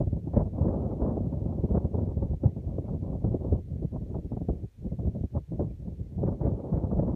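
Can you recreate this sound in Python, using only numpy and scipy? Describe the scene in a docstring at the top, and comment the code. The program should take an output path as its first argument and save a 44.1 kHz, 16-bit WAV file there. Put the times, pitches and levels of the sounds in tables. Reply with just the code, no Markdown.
"""Gusty hillside wind blows across a small camera microphone: large eddies rumble on the port,
smaller ones roar, the smallest rasp in fast air. An early gust tears at the rim of the port, then
the wind runs strong, single eddies striking as short buffets. From about 3.7 s it eases, and its
lulls leave a far rush, a few faint peeps and a soft hiss. Just after 6 s it returns hard,
tearing at the rim again, and blows to the end."""
import sys
import numpy as np
from scipy import signal
from scipy.fft import rfft, irfft, next_fast_len
from scipy.io import wavfile
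from scipy.ndimage import uniform_filter1d, map_coordinates

SR = 44100
rng = np.random.default_rng(int(sys.argv[2]) if len(sys.argv) > 2 else 0)


def wrap_up_sound(samples):
    """Save the sound to the file named by the first command line argument, as 16-bit audio."""
    columns = np.atleast_2d(samples).T
    # keep every value between -1 and 1, then stretch to whole-number steps
    tamed = np.clip(columns, -1, 1)
    steps = np.round(tamed * 32767).astype(np.int16)
    wavfile.write(sys.argv[1], SR, steps)


N = 315315


def wind():
    """Turbulent pressure on the port: a cascade of eddies, from deep rumble to fine fizz."""
    # the slow run of the wind: t/s, strength over the usual wind/dB, extra rumble/dB
    slow_run = [(0.0, -8.5, 6), (0.5, -1.0, 1.5), (0.68, 6.5, -1), (0.97, 1.5, -1.5), (1.1, 7.5, -1.5),
                (1.25, -2.5, 2.5), (1.48, -2, 1.5), (1.78, 2, -4), (2.16, -0.5, 3), (2.61, -7.5, -1),
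                (2.93, -0.5, 2), (3.54, 0.5, 1.5), (3.7, -9.5, 4.5), (4.15, -9, -0.5), (4.6, -6.0, 0.5),
                (5.1, -8.5, 1), (5.69, -6.5, 4), (6.12, -11.5, 1.5), (6.26, 4, 3.5), (6.61, 1.0, -9),
                (7.01, 3.5, 4.5), (7.15, 3.5, 3.5)]
    # pressure spectra of five sizes of eddy, largest first: f/Hz, level/dB
    rumble_spectrum = [(18, -39.5), (28, -25), (40, -4.5), (54, -1), (78, 2), (125, -1.5), (190, -4.5),
                       (240, -18), (330, -51)]
    roar_spectrum = [(130, -46), (175, -9.5), (220, 2), (290, -1.5), (390, -4), (460, -8), (540, -23),
                     (700, -53)]
    rush_spectrum = [(350, -34), (460, -7.5), (520, 2), (600, -1.5), (700, -7.5), (820, -17.5), (1100, -50)]
    rasp_spectrum = [(500, -36), (660, -5), (770, -2.5), (930, -6), (1150, -16), (1400, -28.5), (2000, -62)]
    fizz_spectrum = [(850, -24.5), (1100, -4), (1300, -3), (1500, -11), (1750, -18), (2300, -34),
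                     (3200, -52), (5000, -68)]
    run_db, weight_db = curves(slow_run)
    wind_db = run_db + gusts()
    surge_db = surges(wind_db)
    # small eddies gain most from faster air, then level off in the hardest gusts
    ceiling_db, knee_db = 5.5, 3
    capped_db = -knee_db * np.logaddexp(-wind_db / knee_db, -ceiling_db / knee_db)
    rumble_db = -35 + 0.64 * wind_db + weight_db + surge_db
    roar_db = -41 + wind_db + surge_db
    rasp_db = -58 + 2.34 * capped_db + surge_db
    thump, blast, scrape = buffets(stray_eddies(rumble_db, roar_db, rasp_db))
    # eddies come in clumps, so all sizes flutter together; the rumble also heaves on its own
    flutter = wobble(rate=85)
    heave = wobble(rate=49)
    rumble = np.sqrt(amp(rumble_db + 1.1 * flutter + 1.9 * heave) ** 2 + thump)
    roar = np.sqrt(amp(roar_db + 2.7 * flutter) ** 2 + blast)
    rasp = np.sqrt(amp(rasp_db + 0.76 * flutter) ** 2 + scrape)
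    # the eddies between roar and rasp take their strength from both
    rush = amp(-0.5) * roar * (rasp / roar) ** 0.39
    # the finest eddies grow fastest, so hard gusts sound brighter
    fizz = amp(-66.5) * (rasp / amp(-48)) ** 1.6
    # the middle sizes also tumble, each on its own
    pressure = (rumble * carried(eddies(rumble_spectrum, life=0.022), wind_db)
                + roar * amp(2.13 * wobble(rate=90)) * eddies(roar_spectrum, life=0.025)
                + rush * amp(1.8 * wobble(rate=110)) * eddies(rush_spectrum, life=0.026)
                + rasp * amp(2.3 * wobble(rate=160)) * eddies(rasp_spectrum, life=0.0045)
                + fizz * eddies(fizz_spectrum, life=0.0028))
    return pressure * signal.windows.tukey(N, 0.002)


def eddies(spectrum, life):
    """An unbroken train of eddies: random in shape, about equal in strength over each life (s)."""
    x = noise(spectrum)
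    colour = np.abs(rfft(x))
    span = max(int(life * SR), 2)
    for _ in range(2):
        power = uniform_filter1d(uniform_filter1d(x ** 2, span), span)
        even = rfft(x / np.sqrt(np.abs(power) + 1e-9))
        x = irfft(colour * even / (np.abs(even) + 1e-12), len(x))  # evening out keeps the colour
    return unit(x[:N])


def gusts():
    """Quick gusts and lulls that ride on the slow run of the wind, in dB of strength."""
    # gusts, and lulls where negative: middle t/s, half width/s, change of strength/dB
    swings = [(0.11, 0.011, -5.5), (0.228, 0.015, -11), (0.385, 0.038, 11), (0.514, 0.022, -9.5),
              (0.965, 0.023, -4), (1.618, 0.014, -3), (1.675, 0.012, -2.5), (1.905, 0.033, -7.5),
              (2.162, 0.032, -4.5), (2.377, 0.025, -13), (2.466, 0.018, 8), (2.538, 0.019, -5),
              (2.727, 0.017, 4.5), (2.822, 0.015, -4), (3.305, 0.013, -5), (3, 0.024, -13),
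              (3.195, 0.021, -9.5), (3.385, 0.011, -9.5), (3.644, 0.026, -18.5), (3.89, 0.025, -8),
              (3.946, 0.029, 9), (4.136, 0.049, 7), (4.288, 0.013, -7), (4.459, 0.019, -4.5),
              (4.726, 0.068, -34), (4.965, 0.013, -8), (5.294, 0.037, -15.5), (5.372, 0.032, 17),
              (5.452, 0.04583, -31), (5.617, 0.044, 5), (5.766, 0.029, -17), (5.882, 0.0092, 6.5),
              (5.977, 0.029, -5), (6.378, 0.027, -8.5), (6.446, 0.038, 2.0), (6.89, 0.0098, -5.5)]
    t = np.arange(N) / SR
    return sum(db * swell((t - s) / width, rise=1) for s, width, db in swings)


def surges(wind_db):
    """Random surges in dB: light air comes in puffs, a strong wind flows more evenly."""
    depth_db = np.interp(wind_db, [-8, 4], [2.5, 1.78])
    return depth_db * wobble(rate=45)


def carried(rumble, wind_db, slow_air_db=-10):
    """Slow air carries eddies past more slowly: below slow_air_db the rumble drops in pitch."""
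    pace = amp(0.15 * np.minimum(wind_db - slow_air_db, 0))
    return map_coordinates(rumble, [np.cumsum(pace)], order=1, mode="mirror")


def buffets(strays, attack_s=0.002, thump_lag_s=0.0037):
    """Power of thump, roar and rasp: an eddy hits fast and passes more slowly, its thump just behind."""
    # eddies that hit the port: peak t/s, thump/dB, roar/dB, rasp/dB, time to pass/s
    hits = [(0.006, -21, -26.5, -48.5, 0.018), (0.073, -22.5, -30, -70, 0.0064),
            (0.13, -29, -32.5, -61, 0.006), (0.168, -30, -37, -57.5, 0.011),
            (0.274, -31, -34.5, -56, 0.011), (0.337, -30.5, -34, -47, 0.015),
            (0.367, -18, -20.5, -42, 0.01), (0.407, -27, -32, -43, 0.014),
            (0.584, -36, -29.5, -47.5, 0.0053), (0.614, -18, -34, -51.0, 0.0098),
            (0.666, -17.5, -33, -52, 0.0064), (0.685, -27.5, -24.5, -41, 0.0079),
            (1.018, -24.5, -32.5, -44.5, 0.014), (1.207, -25.5, -31, -71, 0.0072),
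            (1.269, -21.5, -38, -72, 0.0061), (1.327, -29.5, -29, -50.5, 0.015),
            (1.458, -25.5, -31.5, -59, 0.0064), (1.525, -38.5, -35, -54, 0.012),
            (1.585, -23.5, -33.5, -56.5, 0.0079), (1.639, -17.5, -25.5, -60, 0.0086),
            (1.708, -19.5, -34, -52, 0.0091), (1.745, -25, -33, -44.5, 0.019),
            (1.771, -21.5, -33.5, -40.5, 0.011), (1.847, -22, -30, -48.5, 0.0083),
            (1.944, -24.5, -31.5, -49, 0.012), (1.983, -30, -38, -46.5, 0.012),
            (2.022, -25.5, -41, -58, 0.01), (2.075, -30.5, -36, -64, 0.0079),
            (2.173, -23, -34.5, -58, 0.013), (2.225, -24.0, -30, -48.5, 0.013),
            (2.307, -23.5, -44, -72, 0.012), (2.334, -24.5, -42.5, -51.5, 0.0089),
            (2.437, -27, -28.5, -44.5, 0.011), (2.457, -14, -35, -48, 0.0074),
            (2.566, -34, -34.5, -62.5, 0.012), (2.673, -29.5, -41.5, -63, 0.026),
            (2.786, -25.5, -29, -56.5, 0.0075), (2.883, -42, -39, -48.5, 0.012),
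            (3.244, -22, -26.5, -48, 0.011), (3.269, -25.5, -40.5, -52.5, 0.012),
            (3.308, -26, -45.5, -73, 0.008), (3.346, -25.5, -24.5, -50, 0.0064),
            (3.445, -34, -36.5, -58.5, 0.019), (3.524, -20, -29.5, -52, 0.022),
            (3.713, -29.5, -41, -82, 0.0055), (3.824, -34.5, -38, -62, 0.019),
            (3.847, -24, -35, -65.5, 0.0061), (3.944, -28, -40, -57, 0.0068),
            (3.961, -36, -36, -53, 0.0092), (4.017, -31, -50, -67.0, 0.016), (4.145, -44, -41, -48, 0.015),
            (4.183, -29.5, -39, -60.5, 0.013), (4.249, -31.5, -38.5, -72, 0.0089),
            (4.32, -34, -36, -55.5, 0.015), (4.37, -33, -32, -49.5, 0.0074), (4.41, -30, -36, -63, 0.017),
            (4.488, -23, -25.5, -47, 0.011), (4.504, -23, -47.5, -66.0, 0.0036),
            (4.636, -29, -40, -78, 0.012), (4.845, -47, -40, -68, 0.0097), (4.918, -27.5, -35, -64, 0.014),
            (4.992, -29, -37, -58.5, 0.011), (5.05, -21, -30, -56.5, 0.0076), (5.072, -23, -34, -59, 0.015),
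            (5.151, -35, -36, -65.5, 0.025), (5.21, -25, -42, -71, 0.0046),
            (5.239, -25.5, -31.5, -66, 0.011), (5.351, -30.5, -31, -58, 0.008),
            (5.522, -29.5, -34, -60, 0.016), (5.597, -35, -27, -46.5, 0.021), (6.18, -27, -37, -66, 0.023),
            (6.233, -25.5, -24.5, -48.5, 0.0068), (6.247, -22.5, -36.5, -55.5, 0.0061),
            (6.281, -23.5, -25, -43, 0.01), (6.317, -26, -39.5, -56.5, 0.0068),
            (6.412, -27, -35, -46, 0.0085), (6.45, -24, -31, -50, 0.014), (6.469, -24.5, -29, -46.5, 0.014),
            (6.52, -26.5, -49, -64, 0.022), (6.728, -22.5, -32, -47.5, 0.021),
            (6.776, -26.5, -45, -46.0, 0.012), (6.839, -26.5, -39.5, -47.5, 0.011),
            (6.916, -23.5, -41.5, -46, 0.0067), (6.958, -24.5, -42, -56, 0.017),
            (6.991, -20.5, -28.5, -44.5, 0.012), (7.027, -28, -29.5, -51.5, 0.0089),
            (7.078, -34, -29.5, -51, 0.019)]
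    t = np.arange(N) / SR
    thump, roar, rasp = np.zeros((3, N))
    for s, thump_db, roar_db, rasp_db, pass_s in list(hits) + strays:
        near = slice(max(int((s - 0.1) * SR), 0), int((s + 0.1) * SR))
        age = t[near] - s
        hit = swell(age / pass_s, rise=attack_s / pass_s)
        thump[near] += amp(thump_db) ** 2 * swell((age - thump_lag_s) / pass_s, rise=0.59)
        roar[near] += amp(roar_db) ** 2 * hit
        rasp[near] += amp(rasp_db) ** 2 * hit
    return thump, roar, rasp


def stray_eddies(rumble_db, roar_db, rasp_db, gap_s=0.12, pass_s=0.006, roar_limit_db=-41):
    """Rows of small extra buffets at random moments, as strong as the wind that carries them."""
    chance = rng.standard_normal((200, 3))
    times = gap_s * (np.arange(len(chance)) + chance[:, 0] / 2)
    accents_db = 2 + 0.9 * chance[:, 1:]
    rows = []
    for s, (low_db, high_db) in zip(times, accents_db):
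        at = int(s * SR)
        if 0 <= at < N:
            trim_db = min(roar_limit_db - roar_db[at], 0)  # they stay small however hard it blows
            rows.append((s, rumble_db[at] + low_db + trim_db, roar_db[at] + high_db + trim_db,
                         rasp_db[at] + high_db + trim_db - 2.5, pass_s))
    return rows


def rim_tear():
    """A ragged edge on the hardest gusts, where the air tears at the rim of the port."""
    # crests of those gusts: t/s, half width/s, level/dB
    crests = [(0.377, 0.032, -65.5), (0.68, 0.013, -70.5), (2.463, 0.009, -68), (6.275, 0.02, -72),
              (6.456, 0.028, -66.5), (6.765, 0.035, -73), (6.996, 0.011, -69), (7.09, 0.02, -74.5)]
    # colour of the tearing air: f/Hz, level/dB
    spectrum = [(1100, -14), (1500, 1), (1800, -3), (2100, -5.5), (2400, -14), (2750, -26), (4000, -44)]
    t = np.arange(N) / SR
    strength = sum(amp(db) * swell((t - s) / width, rise=1) for s, width, db in crests)
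    ragged = amp(2 * wobble(rate=260))
    return strength * unit(ragged * eddies(spectrum, life=0.0061))


def far_wind():
    """Wind in the brush further off: a soft rush that stays through the lulls."""
    # colour of the wind in the brush: f/Hz, level/dB
    spectrum = [(120, -3.5), (300, 0.5), (470, -7), (850, -11.5), (1100, -20), (1600, -33.5)]
    return amp(-72 + 1.5 * wobble(rate=3.9)) * noise(spectrum)[:N]


def peeps(half_length_s=0.01):
    """Short, slightly wavering notes, perhaps a far bird, that barely clear the hiss."""
    # the peeps: t/s, f/Hz, level/dB
    notes = [(0.93, 2040, -77), (2.228, 2150, -76), (2.5, 1990, -76), (2.61, 2210, -77.5),
             (2.853, 2230, -77), (3.04, 2200, -79), (4.9, 2120, -79), (5.706, 2394, -76),
             (6.062, 2060, -79)]
    t = np.arange(N) / SR
    waver = 1 + 0.014 * wobble(rate=90)
    phase_per_hz = 2 * np.pi * np.cumsum(waver) / SR
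    return sum(amp(db) * swell((t - s) / half_length_s, rise=0.95) * np.sin(hz * phase_per_hz)
               for s, hz, db in notes)


def hiss():
    """A faint, broad bed of hiss under the wind."""
    # the hiss lifts a little during the quiet stretch: t/s, level/dB
    levels = [(0, -77), (3.2, -77), (4.2, -76.5), (6.1, -76.5), (6.6, -77.5)]
    # colour of the hiss: f/Hz, level/dB
    spectrum = [(100, 6), (900, -1), (2000, 2.5), (3000, 0), (4400, -1.5), (4950, -5), (5400, -2.5),
                (6700, -3.5), (7700, -6.5), (9300, -5), (10400, -10.5), (11400, -8), (15500, -11)]
    level_db, = curves(levels)
    return amp(level_db) * noise(spectrum)[:N]


def noise(spectrum):
    """Noise of rms 1 coloured by (f/Hz, level/dB) points, a little longer than the scene."""
    size = next_fast_len(N + 8192, real=True)
    hz, db = np.transpose(spectrum)
    log_hz = np.log(np.fft.rfftfreq(size, 1 / SR) + 1)
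    gain = amp(np.interp(log_hz, np.log(hz), db, left=-120, right=-120))
    return unit(irfft(rfft(rng.standard_normal(size)) * gain, size))


def wobble(rate):
    """A smooth random curve, rate knots a second."""
    return map_coordinates(rng.standard_normal(4096), [np.arange(N) * rate / SR], mode="wrap")


def swell(age, rise):
    """A bell around age 0; rise is its front length as a share of its back."""
    return np.exp(-np.where(age < 0, age / rise, age) ** 2)


def curves(rows):
    """One value per sample for each column after the time."""
    times, *columns = np.transpose(rows)
    return [np.interp(np.arange(N) / SR, times, column) for column in columns]


def amp(db):
    """Decibels to gain."""
    return 10 ** (np.asarray(db) / 20)


def unit(x):
    """x at rms 1."""
    return x / np.sqrt(np.mean(x ** 2) + 1e-20)


def scene():
    """Wind on the port over hiss, far wind and peeps, in mono."""
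    return (wind() + rim_tear() + hiss() + far_wind() + peeps())[None]


def record(dry):
    """The camera sheds the deepest bass and keeps nothing above its band limit."""
    low_cut_hz, top_hz = 38, 15700
    thinned = signal.sosfilt(signal.butter(3, low_cut_hz, "highpass", fs=SR, output="sos"), dry)
    size = next_fast_len(N + 8192, real=True)
    in_band = np.fft.rfftfreq(size, 1 / SR) < top_hz
    return irfft(rfft(thinned, size) * in_band, size)[..., :N]


dry = scene()
out = record(dry)
wrap_up_sound(out)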